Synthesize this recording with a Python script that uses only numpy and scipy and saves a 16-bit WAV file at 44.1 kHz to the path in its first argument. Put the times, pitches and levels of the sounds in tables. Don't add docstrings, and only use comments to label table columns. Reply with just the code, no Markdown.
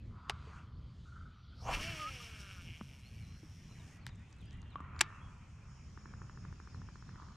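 import sys
import numpy as np
from scipy import signal
from scipy.fft import rfft, irfft, next_fast_len
from scipy.io import wavfile
from scipy.ndimage import uniform_filter1d, map_coordinates

SR = 44100
rng = np.random.default_rng(int(sys.argv[2]) if len(sys.argv) > 2 else 0)


def gain_from_db(level_db):
    decades = np.asarray(level_db, float) / 20
    return 10 ** decades


def master(y):
    cut = np.clip(np.atleast_2d(y).T, -1, 1)
    pcm = np.round(cut * 32767)
    wavfile.write(sys.argv[1], SR, pcm.astype(np.int16))


N = 324699

# time in seconds, turns per second.
SPIN = [(1.72, 300), (1.796, 300), (1.85, 328), (1.892, 342), (1.98, 305.5), (2.03, 300), (2.075, 278),
        (2.196, 240), (2.33, 221), (2.408, 203), (2.52, 191), (2.612, 172), (2.72, 163.5), (2.86, 141),
        (3.134, 120), (3.47, 99), (3.65, 98), (4.02, 80)]
# order, level in dB, dB per tenfold speed, turns per second below which it is lost.
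SHAFT = [(1, -2, 5, 285), (2, 0, 90, 205), (3, -12, 25, 185), (4, -4, 105, 150)]
# centre in Hz, width in Hz, level in dB.
FRAME = [(2200, 200, 1), (2790, 280, 1.5), (3284, 260, -7), (2500, 160, -6), (4900, 120, -16),
         (5000, 150, -25)]
# frequency in Hz, density in dB per Hz.
HISS = [(2120, -32), (3300, -4.5), (4100, -11), (4900, -10), (5510, 0.5), (6340, -10.5), (7580, -14.5),
        (9700, -15.5), (11800, -24.5), (13000, -20), (15700, -44.5)]
# frequency in Hz, density in dB per Hz.
WINDAGE = [(150, -27.5), (300, -3), (700, -8), (1400, 0), (1900, 3), (2600, -25.5), (3600, -20), (4400, -3),
           (5000, -12), (5600, -30)]
# peak in seconds, level in dB, rise and fall in seconds per 20 dB.
JOLTS = [
    (1.745, -40.5, 0.11, 0.023),
    (1.84, -51.5, 0.071, 0.039),
    (2.75, -66.5, 0.13, 0.082),
    (3.8, -70.5, .55, 0.52),
]
# peak in seconds, dB over the hiss, rise and fall in seconds per 20 dB.
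SURGES = [
    (2.03, -2, .1, .1),
    (2.22, 2.5, .09, .12),
    (2.41, 2.5, .12, .05),
    (2.53, 1, .05, .05),
    (2.62, 2, .08, .03),
]
# peak in seconds, level in dB, rise and fall in seconds per 20 dB.
GUIDE = (2.6, -61, 1.3, .06)
# peak in seconds, level in dB, rise and fall in seconds per 20 dB, hold in seconds.
BEARING = (3.3, -73, .25, .3, .42)
# start in seconds, length in seconds, from Hz, to Hz, arch in Hz, level in dB.
SQUEALS = [
    (1.99, 0.11, 1274, 1340, -81, -40.5),
    (2.2, 0.026, 1190, 1230, 10, -53.5),
]
# time in seconds, vortex level in dB, vortex pitch in Hz, gust level in dB.
SWISH = [
    (1.58, -80, 695, -70),
    (1.688, -36.5, 890, -44),
    (1.82, -57, 1250, -40),
]
# time in seconds, level in dB, vortex pitch in Hz.
WHIP = [
    (1.28, -92, 3000),
    (1.33, -82, 3300),
    (1.52, -80, 4100),
    (1.62, -63, 4900),
    (1.69, -60, 6900),
    (1.74, -67, 8500),
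]
# time in seconds, peak in dB, brightest Hz, decay by 60 dB in seconds.
CLICKS = [(0.2952, -46, 3600, 0.0065), (0.2958, -30, 3400, 0.006), (.3045, -38, 2600, .012),
          (4.071, -52, 2000, .03), (4.093, -52, 1700, .02), (5.021, -36, 2000, .03), (5.03, -44, 1500, .05),
          (5.0095, -26, 2200, .008), (0.2976, -25, 1100, 0.009), (.305, -39, 1000, 0.048),
          (4.0658, -35, 4150, 0.002), (4.0742, -50, 3400, 0.012), (4.079, -49, 2600, 0.02),
          (4.089, -50, 1700, 0.03), (4.066, -35.5, 1400, 0.006), (4.327, -49, 5850, 0.013),
          (4.067, -47, 900, .01), (.2968, -22, 2500, 0.007), (4.5086, -48.5, 3270, 0.0063),
          (4.528, -60, 4000, .015), (.3005, -42, 2600, 0.02), (4.6177, -51, 6650, 0.005),
          (4.627, -63, 2800, 0.0079), (4.9627, -55, 2500, 0.013), (4.9912, -39, 2100, 0.012),
          (4.998, -40, 2000, 0.027), (5.0081, -17, 2100, 0.0088), (5.0107, -10, 2300, 0.011),
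          (5.0107, -14.5, 6300, .008), (5.012, -26, 1100, 0.018), (.2978, -36, 750, 0.022),
          (0.3009, -38.5, 2830, .03), (.285, -58, 2800, 0.12), (5.0123, -17, 2100, 0.015),
          (5.013, -18, 4500, 0.008), (5.017, -29, 1900, 0.025)]
# centre in Hz, width in Hz, level in dB.
METAL = [(1600, 540, 8), (2930, 490, -4.5), (3740, 55, -29.5), (5000, 1200, -2.5), (5700, 150, -23),
         (8050, 880, -12), (9350, 87, -19)]
# time in seconds, peak in dB, ring in Hz, thud in dB, thud in Hz.
KNOCKS = [
    (0.2965, -35, 853, -45.5, 416),
    (.472, -61, 686, -50, 440),
    (4.7569, -32.5, 1135, -51, 260),
    (4.804, -40, 1173, -48, 265),
    (5.0115, -31.5, 868, -40, 351),
]
# time in seconds, peak in dB, ring in Hz, thud in dB, thud in Hz.
SLAPS = [
    (2.8112, -34.5, 1170, -37, 211),
    (3.432, -70, 900, -46.5, 306),
    (2.69, -52, 600, -56, 330),
    (2.24, -48, 950, -70, 400),
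]
# time in
# seconds, peak in dB, pitch in Hz, decay by 60 dB in seconds.
TICKS = [(4.055, -62, 4800, .01), (4.086, -58, 5500, .008), (4.149, -66, 6000, .006),
         (4.156, -62, 6800, .01), (4.194, -68, 7000, .012), (4.218, -69, 7000, .006),
         (4.295, -68, 7000, .006), (4.303, -68, 8500, .006), (4.311, -65, 7500, .006),
         (4.365, -68, 8000, .006), (4.385, -69, 8500, .006), (4.407, -67, 7000, .006),
         (4.414, -65, 9000, .006), (4.456, -64, 8800, .006), (4.483, -67, 5000, .008),
         (4.52, -66, 7000, .006), (4.53, -64, 7000, .01), (4.54, -67, 7500, .006), (4.572, -69, 8000, .006),
         (4.628, -60, 4000, .008), (4.704, -71, 8000, .006), (4.739, -69, 4500, .008),
         (4.7565, -52, 3100, .012), (4.804, -66, 6800, .02), (5.008, -24, 8200, .005),
         (4.9912, -46, 6900, .007), (4.9912, -43, 4700, .008), (5.008, -28, 4800, .005),
         (4.0659, -40, 8000, .0015), (4.0659, -49, 11000, .0015), (4.0755, -64, 8300, .008),
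         (5.0125, -24, 8300, .008), (4.583, -60, 2400, .015), (4.627, -56, 1200, .02),
         (4.655, -60, 1700, .02), (4.53, -60, 2200, .02), (4.327, -60, 2000, .015), (4.425, -60, 2500, .02),
         (5.0108, -21, 7300, .006), (5.0125, -33, 10000, .006), (.2962, -32, 3200, .005),
         (.297, -38, 8600, .005), (4.098, -60, 1600, .02)]
# peak in seconds, level in dB, rise and fall in seconds per 20 dB.
GEARS = [
    (5.1, -85.5, .22, 0.56),
    (5.8, -73.5, 0.47, 50),
]
# frequency in Hz, density in dB per Hz.
MESH = [(4300, -23), (5000, -4.5), (5450, 2.5), (5800, -3.5), (6300, -12), (6800, -0.5), (7200, -17),
        (8000, -53)]
# peak in seconds, level in dB, rise and fall in seconds per 20 dB.
CLOTH = [
    (.08, -85, 0.16, 0.21),
    (.58, -75.5, .5, 0.12),
    (1.1, -79.5, 0.45, 0.41),
    (3.93, -70.5, .9, 0.093),
    (4.35, -80, 1.5, 1.0),
    (5.1, -78.5, 0.24, 40),
]
# frequency in Hz, density in dB per Hz.
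RUSTLE = [(2820, -30), (4800, -7), (5140, -3.5), (6870, -2), (7540, -8.5), (8560, -9.5), (12000, -34),
          (15500, -32.5)]
# centre in Hz, width in Hz, level in dB.
TRUNK = [(980, 750, -7.5), (1412, 860, -5), (1800, 114, -5.5)]
# start in seconds, held seconds, level in dB, throat in Hz.
BROAD = [
    (.19, 0.39, -64.5, 1210),
    (4.82, 0.4, -64.5, 1200),
    (5.64, 0.14, -80, 1253),
    (6.0, 0.54, -77.5, 1220),
    (7.17, .3, -64, 1160),
]
# start in seconds, held seconds, level in dB, throat in Hz.
NARROW = [(1.056, .045, -67, 1350), (1.122, .01, -64, 1340), (1.151, .035, -62, 1360),
          (1.213, .008, -69, 1330), (1.252, .012, -59.5, 1350), (1.295, .035, -71, 1340),
          (1.36, .02, -69, 1320), (1.395, .015, -74, 1330), (1.439, .01, -67, 1330), (1.48, .02, -73, 1330),
          (1.525, .015, -68, 1350), (1.59, .02, -69, 1310)]
# start in seconds, length in seconds, pitch in Hz, arch in Hz, level in dB.
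NOTES = [(5.03, .13, 1810, -21, -63), (3.132, 0.13, 2300, 7, -68), (3.12, 0.09, 4450, 100, -75),
         (3.26, 0.15, 4140, -19, -68), (3.65, 0.16, 4070, 9, -72), (4.3, .12, 2560, 20, -72),
         (4.56, .06, 2000, 30, -70), (5.3, .1, 2400, 20, -72), (3.92, .06, 1920, 40, -68),
         (3.6, .06, 2950, 40, -72), (3.2, .13, 2290, 10, -71), (0.054, 0.11, 2080, 16, -79),
         (.65, .13, 4130, 19, -85), (3.75, .23, 1970, -170, -72), (4.419, 0.55, 2720, 72.5, -71),
         (4.946, .055, 6900, 39, -77), (5.21, 0.061, 3200, 171, -64.5), (1.34, 0.14, 5850, -28, -83),
         (0.11, 0.26, 4850, 33, -80), (4.452, .03, 4880, 20, -71), (4.16, .12, 3600, 20, -80),
         (5.13, .07, 1800, 150, -70)]
# start in seconds, length in seconds, from Hz, to Hz, level in dB.
SLIDES = [(0.743, .055, 3500, 5800, -76), (4.088, 0.04, 4200, 3500, -64), (4.385, .085, 4250, 2300, -67.5),
          (4.7, 0.045, 4400, 3200, -67.5), (6.668, 0.093, 4090, 5600, -72), (6.73, .04, 4700, 3600, -74),
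          (6.92, 0.032, 5000, 4100, -69), (7.072, 0.025, 4350, 4000, -74), (7.186, .035, 5230, 3930, -68.5),
          (4.005, .045, 4600, 4000, -76), (7.337, 0.038, 4010, 4330, -71), (3.009, 0.1, 3840, 4550, -67.5),
          (3.205, 0.065, 4400, 3800, -66), (4.19, 0.065, 1800, 2080, -67), (4.51, .065, 1800, 2080, -67),
          (4.81, 0.065, 1780, 2050, -62.5), (5.114, 0.074, 2600, 2800, -64.5),
          (3.79, 0.048, 4000, 3200, -68), (4.48, .04, 1700, 1800, -71), (4.47, .1, 3300, 3300, -77),
          (4.13, .03, 2900, 2500, -70)]
# frequency in Hz, decay by 60 dB in seconds.
SHORE = [(200, 0.63), (1500, 0.51), (8000, 0.0406)]
# frequency in Hz, density in dB per Hz.
CHORUS = [(250, 2), (450, -10), (1100, -3.5), (1700, -5.5), (2600, -6), (3100, -16.5), (5000, -54)]
# peak in seconds, level in dB, rise and fall in seconds per
# 20 dB.
STIRS = [
    (.59, -67, 0.56, 0.098),
    (3.87, -73.5, 0.94, 0.76),
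    (5.1, -67.5, 0.74, 0.39),
]
# frequency in Hz, density in dB per Hz.
WARBLE = [(2300, -40), (3000, 0), (3800, -4.5), (4700, -5), (5400, -16.5), (8000, -48)]
# peak in seconds, level in dB, rise and fall in seconds per 20 dB.
FLOCKS = [(.46, -71.5, .6, 0.46), (1.0, -74, 0.61, 0.93), (1.5, -73.5, 0.68, .5), (3.65, -76, 1.5, 0.47),
          (4.55, -72, 1, 1.36), (7.36, -76.5, 2.3, .3)]
# peak in seconds, share in dB, rise and fall in seconds per 20 dB, hold in seconds.
DULL = (4.65, -1.5, 1.5, 1.5, .3)
# frequency in Hz, density in dB per Hz.
RUMBLE = [(12, -34), (20, -15), (92, -5), (135, -7.5), (198, -14), (229, -18), (290, -27), (357, -30.5),
          (604, -39.5), (900, -45), (1170, -60.5), (1980, -120)]
# peak in seconds, level in dB, rise and fall in seconds per 20 dB.
TRAFFIC = [(0.02, -55, 0.31, .4), (1.68, -50, 0.24, 0.17), (4.55, -54, 1.0, 0.8), (6.3, -56.5, 1.2, 1),
           (7.2, -54, 1.2, 2)]
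# peak in seconds, level in dB, rise and fall in seconds per 20 dB, hold in seconds.
DRONE = [(.06, -49, .3, .22, .06), (.3, -53, .1, .12, .98), (1.55, -53, .25, .2, .25),
         (2.15, -56, .3, .5, .5), (3.2, -56, .3, .6, .2), (3.9, -58, .4, .4, .3), (4.4, -53, .2, .1, .6),
         (5.1, -58, .2, .1, .18), (5.85, -54, .4, .12, .08), (6.55, -59, .6, .3, .45),
         (7.24, -58, .15, .2, 0)]
# frequency in Hz, side below mid in dB.
WIDE = [(60, -20.5), (110, -25), (200, -15), (380, -9), (700, -8.5), (1290, -9), (2380, -9), (4400, -1.5),
        (8120, -6.5), (15000, 0)]

FAST = 300
RATTLE_DB, RATTLE_SLOPE, HISS_DB, HISS_SLOPE = -50.5, 48.4, -56.5, 38.4
FREE_S, RUN_S = [(1.72,), (3.38,)], [(1.7,), (4.0,)]
FIZZ_S = [(2.6,), (4.3,)]
LET_GO_S = [(1.62,), (4.1,)]
TAUT_S, TAUT_WIDTH_S, TAUT_SHARE = 2.6, .95, .86
HUM_DB, HUM_RATE, HUM_S = -54, 330, [(1.74,), (2.9,)]
LEFT_DB, LEFT_PER_OCTAVE_DB = 2.2, -2.5
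KNOCK_T60, SLAP_T60 = 0.041, 0.006
ROLL_S, GAP_S, QUICKEN_S, BLOWS = 5.9745, .082, .00108, 19
PECK_DB, TIRE_DB, LAST_DB = -4.5, .2, -4
BROAD_THROAT = (370, .13, 0.36, 2.4)
NARROW_THROAT = (215, .007, 0.03, .8)
TRAFFIC_DB, CHORUS_DB, WARBLE_DB, CLOTH_DB = -54.5, -69, -82.5, -100.5
DRONE_HZ, DRONE_WIDTH, DRONE_DB = 74, 55, -66
SHUT_DB, OPEN_S, MUFFLE = -42.5, 2.61, 0.22
TOP_HZ = 15800


def unit(x):
    return x / np.sqrt(np.mean(x ** 2) + 1e-20)


def along(points, hz):
    f, v = np.transpose(points)
    return np.interp(np.log(hz + 1), np.log(f + 1), v)


def curves(rows):
    s, *cols = np.transpose(rows)
    return [np.interp(np.arange(N) / SR, s, c) for c in cols]


def gate(rows, fade=0.011):
    t = np.arange(N) / SR
    return np.clip(np.minimum(t - rows[0][0], rows[-1][0] - t) / fade, 0, 1)


def swell(s, db, rise, fall, hold=0):
    t = np.arange(N) / SR
    return gain_from_db(db - 20 * np.maximum(0, np.maximum((s - t) / rise, (t - s - hold) / fall)))


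def swells(rows, floor_db):
    return np.sqrt(gain_from_db(floor_db) ** 2 + sum(swell(*row) ** 2 for row in rows))


def wobble(rate):
    return map_coordinates(rng.standard_normal(int(N * rate / SR) + 4), [np.arange(N) * rate / SR])


def filtered(x, response):
    m = next_fast_len(x.shape[-1] + 8192)
    return irfft(rfft(x, m) * response(np.fft.rfftfreq(m, 1 / SR)), m)[..., :x.shape[-1]]


def modes(peaks):
    def response(f):
        return sum((-1) ** k * gain_from_db(db) * 1j * f * w / (c * c - f * f + 1j * f * w)
                   for k, (c, w, db) in enumerate(peaks))
    return response


def moving(x, hz, width):
    spin = np.exp(2j * np.pi * np.cumsum(hz) / SR)
    b, a = signal.butter(2, width / SR)
    return (signal.lfilter(b, a, x / spin) * spin).real


def pulses(rate, jitter, scatter_db):
    turns = np.cumsum(rate) / SR
    at = np.interp(np.arange(1, int(turns[-1])), turns, np.arange(N))
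    at = at + jitter * SR / rate[at.astype(int)] * rng.standard_normal(len(at))
    at = np.clip(at, 8, N - 9)
    taps = at.astype(int)[:, None] + np.arange(-7, 9)
    offset = taps - at[:, None]
    shape = np.sinc(offset) * np.cos(np.pi * offset / 16) ** 2
    strength = gain_from_db(scatter_db * rng.standard_normal((len(at), 1)))
    return np.bincount(taps.ravel(), (shape * strength).ravel(), N), turns


def whistles(calls, waver, flutter_db, edge):
    out, shake, flutter = np.zeros(N), 1 + waver * wobble(90), gain_from_db(flutter_db * wobble(60))
    for s, length, from_hz, to_hz, arch_hz, db in calls:
        at = np.arange(round(s * SR), min(round((s + length) * SR), N))
        u = (at / SR - s) / length
        bow = np.abs(np.sin(np.pi * u))
        hz = from_hz + (to_hz - from_hz) * u + arch_hz * bow
        phase = 2 * np.pi * np.cumsum(hz * shake[at]) / SR
        out[at] += gain_from_db(db) * flutter[at] * bow ** edge * np.sin(phase)
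    return out


def frame_rattle(knock, scrape):
    def body(x):
        return filtered(x, lambda f: modes(FRAME)(f) * f ** 2 / (f ** 2 + 1600 ** 2)
                        / (1 + 1j * f / 3900 - (f / 3900) ** 2))
    regular = TAUT_SHARE * np.exp(-((np.arange(N) / SR - TAUT_S) / TAUT_WIDTH_S) ** 2)
    uneven = gain_from_db(1.8 * wobble(35) + .8 * wobble(12))
    return np.sqrt(regular) * unit(body(uneven * knock)) + np.sqrt(1 - regular) * unit(body(scrape))


def line_hiss(pace, scrape):
    hiss = swells(SURGES, -.8) * unit(filtered(scrape, lambda f: gain_from_db(along(HISS, f))))
    fizz = filtered(hiss, lambda f: 1 / (1 + (7500 / (f + 1)) ** 8))
    return hiss + gain_from_db(-30 * pace - 17.5) * gate(FIZZ_S, fade=.3) * fizz


def shaft_hum(speed, turns):
    hum = np.zeros(N)
    for order, db, slope, low in SHAFT:
        level = gain_from_db(db + slope * np.log10(speed / HUM_RATE) + 2.5 * wobble(22))
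        hum += level / (1 + (low / speed) ** 20) * np.sin(2 * np.pi * order * turns)
    return gain_from_db(HUM_DB) * gate(HUM_S, fade=0.053) * hum


def spool():
    speed = curves(SPIN)[0] * (1 + .0014 * wobble(20) + .002 * wobble(7))
    pace = np.log10(speed / FAST)
    knock, turns = pulses(speed, jitter=.006, scatter_db=2.4)
    beat = 1 + .5 * np.cos(2 * np.pi * turns) * gate(RUN_S, fade=0.059)
    traverse = np.sin(2 * np.pi * turns / 37)
    scrape = beat * gain_from_db(1.2 * wobble(45) + 1.0 * traverse) * rng.standard_normal((2, N))

    rattle = frame_rattle(knock / np.sqrt(speed), scrape[0])
    windage = unit(filtered(rng.standard_normal(N), lambda f: gain_from_db(along(WINDAGE, f))))
    shake = gain_from_db(RATTLE_DB + RATTLE_SLOPE * pace) * gate(FREE_S, fade=0.026)
    shake = shake + swells(JOLTS, -110) * gate(LET_GO_S, fade=0.075)
    near = shake * (rattle + 0.51 * gain_from_db(18 * pace) * windage)

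    rub = gain_from_db(HISS_DB + HISS_SLOPE * pace) * gate(RUN_S, fade=0.029)
    rub = rub + 0.39 * swell(*JOLTS[0]) + 1.1 * swell(*JOLTS[1])
    hiss = rub * line_hiss(pace, scrape[1])

    slap = unit(filtered(knock + 0.042 * scrape[0], lambda f: modes([(1420, 520, 0)])(f) ** 2))
    half_turns = pulses(2 * speed, jitter=.001, scatter_db=1)[0] / np.sqrt(speed)
    tick = unit(filtered(half_turns, lambda f: modes([(5550, 900, 0)])(f) ** 2))
    small = swell(*GUIDE) * gate(RUN_S, fade=0.57) * slap + swell(*BEARING) * tick
    return near + hiss + shaft_hum(speed, turns) + small


def brake():
    return whistles(SQUEALS, waver=.002, flutter_db=1.2, edge=.45)


def swish():
    db, hz, gust_db = curves(SWISH)
    vortex = unit(moving(rng.standard_normal(N), hz, width=480))
    gust = unit(filtered(rng.standard_normal(N), modes([(35.3, 12, 0)])))
    stroke = gate(SWISH, fade=0.0045) * (gain_from_db(db) * vortex + gain_from_db(gust_db) * gust)
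    whip_db, whip_hz = curves(WHIP)
    whip = moving(rng.standard_normal(N), whip_hz, width=1800)
    whip = unit(moving(whip, whip_hz, width=1800))
    return stroke + gain_from_db(whip_db) * gate(WHIP, fade=.03) * whip


def clicks():
    def edges(f):
        return (1j * f / 350) / (1 + 1j * f / 350) / (1 + 1j * f / 8500 - (f / 8500) ** 2) ** 4

    out, t = np.zeros((2, N + SR)), np.arange(SR // 12) / SR
    for s, db, hz, t60 in CLICKS:
        decay = gain_from_db(-60 * t / max(t60, .001)) + 0.009 * gain_from_db(-60 * t / 0.047)
        burst = rng.standard_normal(len(t)) * decay * (1 - np.exp(-t / 0.0003))
        burst = burst + 3.5 * (t == t[9])
        click = filtered(burst, lambda f: (.07 * modes(METAL)(f) + modes([(hz, .9 * hz, 0)])(f) ** 2) * edges(f))
        pan_db = LEFT_DB + LEFT_PER_OCTAVE_DB * np.log2(hz / 2000)
        gain = gain_from_db(db + np.array([[.5], [-.5]]) * pan_db)
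        out[:, round(s * SR):][:, :len(t)] += gain * click / np.abs(click).max()
    return out[:, :N]


def knocks():
    out, t = np.zeros(N + SR), np.arange(SR // 8) / SR
    blows = [(*row, KNOCK_T60) for row in KNOCKS] + [(*row, SLAP_T60) for row in SLAPS]
    for s, db, hz, thud_db, thud_hz, t60 in blows:
        ring = gain_from_db(db - 60 * t / t60) * np.sin(2 * np.pi * hz * t)
        thud = gain_from_db(thud_db - 60 * t / 0.065) * np.sin(2 * np.pi * thud_hz * (t - .0024))
        thud = thud * (1 - np.exp(-t / 0.00038))
        grain = uniform_filter1d(uniform_filter1d(rng.standard_normal(len(t)), size=4), size=3)
        crack = gain_from_db(db - 31.0 - 60 * t / .004) * grain
        out[round(s * SR):][:len(t)] += ring + thud + crack
    return filtered(out[:N], lambda f: 1 / (1 + 1j * f / 4500 - (f / 4500) ** 2) ** 2)


def ticks():
    out, t = np.zeros(N + SR), np.arange(SR // 40) / SR
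    for s, db, hz, t60 in TICKS:
        puff = rng.standard_normal(len(t)) * gain_from_db(-60 * t / max(t60, .001)) * (1 - np.exp(-t / .0006)) ** 2
        tick = filtered(puff, lambda f: modes([(hz, .45 * hz, 0)])(f) ** 3)
        out[round(s * SR):][:len(t)] += gain_from_db(db) * tick / np.abs(tick).max()
    return out[:N]


def woodpecker():
    blows, k = np.zeros(N), np.arange(BLOWS)
    at = ROLL_S + GAP_S * k - QUICKEN_S * k * (k - 1) / 2
    db = PECK_DB - TIRE_DB * k + LAST_DB * (k == k[-1]) + .9 * rng.standard_normal(BLOWS)
    blows[(at * SR).astype(int)] = gain_from_db(db)

    def trunk(f):
        wood = modes(TRUNK)(f) * modes([(1300, 1500, 0)])(f) / (1 + 1j * f / 3000) ** 2
        return wood + modes([(330, 160, -9)])(f) / (1 + 1j * f / 600)
    return filtered(blows, trunk)


def frogs():
    out = np.zeros(N)
    for rows, (width, rise, fall, flutter_db) in [(BROAD, BROAD_THROAT), (NARROW, NARROW_THROAT)]:
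        hz = curves(rows)[-1] * (1 + .02 * wobble(9))
        throat = pulses(95 + 12 * wobble(5), jitter=.15, scatter_db=3)[0]
        smear = unit(moving(rng.standard_normal(N), hz, width))
        croak = unit(moving(throat, hz, width)) + 0.74 * smear
        level = sum(swell(s, db, rise, fall, held) for s, held, db, _ in rows)
        out += level * gain_from_db(flutter_db * wobble(14)) * croak
    return out


def birds():
    calls = [(s, length, hz, hz, arch, db) for s, length, hz, arch, db in NOTES]
    calls += [(s, length, start, end, 0, db) for s, length, start, end, db in SLIDES]
    return gain_from_db(-3) * whistles(calls, waver=.009, flutter_db=2.5, edge=.5)


def shore(x):
    hz, t, z = signal.stft(rng.standard_normal((2, SR // 2)), SR, nperseg=256)
    tail = signal.istft(z * gain_from_db(-60 * t / along(SHORE, hz)[:, None]), SR, nperseg=256)[1]
    mid, side = signal.fftconvolve(x[None], tail / np.linalg.norm(tail[0]), axes=1)[:, :N]
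    return np.array([mid + .3 * side, mid - .3 * side])


def spread(x):
    side = filtered(np.pad(x, (57, 0))[:N], lambda hz: gain_from_db(along(WIDE, hz)))
    return np.array([x + side, x - side])


def opening():
    return SHUT_DB * np.exp(-(np.arange(N) / SR / OPEN_S) ** 2)


def rush(spectrum, patchy_db):
    z = signal.stft(rng.standard_normal((2, N)), nperseg=512)[2]
    field = uniform_filter1d(uniform_filter1d(rng.standard_normal(z.shape[1:]), 5, 0), 10, 1)
    pair = signal.istft(z * gain_from_db(patchy_db * unit(field)), nperseg=512)[1][:, :N]
    mid, side = filtered(pair, lambda hz: gain_from_db(along(spectrum, hz) + [0 * hz, along(WIDE, hz)]))
    return np.array([mid + side, mid - side]) / np.sqrt(np.mean(mid ** 2))


def gears():
    return swells(GEARS, -100) * rush(MESH, patchy_db=2.0)


def cloth():
    return swells(CLOTH, CLOTH_DB) * gain_from_db(0.71 * wobble(30)) * rush(RUSTLE, patchy_db=0.2)


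def dawn_chorus():
    low_level = swells(STIRS, CHORUS_DB - 6.0 + MUFFLE * opening()) * gain_from_db(7.5)
    low = low_level * rush(CHORUS, patchy_db=2.5)
    high = swells(FLOCKS, WARBLE_DB) * rush(WARBLE, patchy_db=2.2)
    top = filtered(high, lambda hz: 1 / (1 + (3700 / (hz + 1)) ** 12))
    return low + high - np.minimum(swell(*DULL), 1) * top


def traffic():
    return swells(TRAFFIC, TRAFFIC_DB) * gain_from_db(1.1 * wobble(4.034) + 2.1 * wobble(9)) * rush(RUMBLE, patchy_db=1.5)


def drone():
    noise = rng.standard_normal((2, N))
    mid, side = filtered(noise, lambda f: modes([(DRONE_HZ, DRONE_WIDTH, 0)])(f) ** 2)
    pair = unit(np.array([mid + .1 * side, mid - .1 * side]))
    return swells(DRONE, DRONE_DB) * gain_from_db(1.5 * wobble(8)) * pair


def scene():
    snap, drum, croaks, song = clicks(), woodpecker(), frogs(), birds()
    wet = shore(gain_from_db(-31.5) * snap.mean(0) + gain_from_db(-16) * drum + gain_from_db(-11) * croaks + gain_from_db(-8) * song)
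    near = spool() + brake() + swish() + ticks()
    background = gears() + cloth() + dawn_chorus() + traffic() + drone()
    return snap + knocks() + spread(near + drum + croaks + song) + wet + background


def low_pass(x):
    return signal.sosfilt(signal.butter(12, 15830, fs=SR, output="sos"), x)


def record(dry):
    mid, side = (dry[0] + dry[1]) / 2, (dry[0] - dry[1]) / 2
    top = filtered(side, lambda hz: 1 / (1 + (9500 / (hz + 1)) ** 12))
    side = top + gain_from_db(opening()) * (side - top)
    pair = np.array([mid + side, mid - side]) + gain_from_db(-96.0) * rng.standard_normal((2, N))
    mix = filtered(pair, lambda hz: hz < TOP_HZ)
    return low_pass(mix)


dry = scene()
out = record(dry)
master(out)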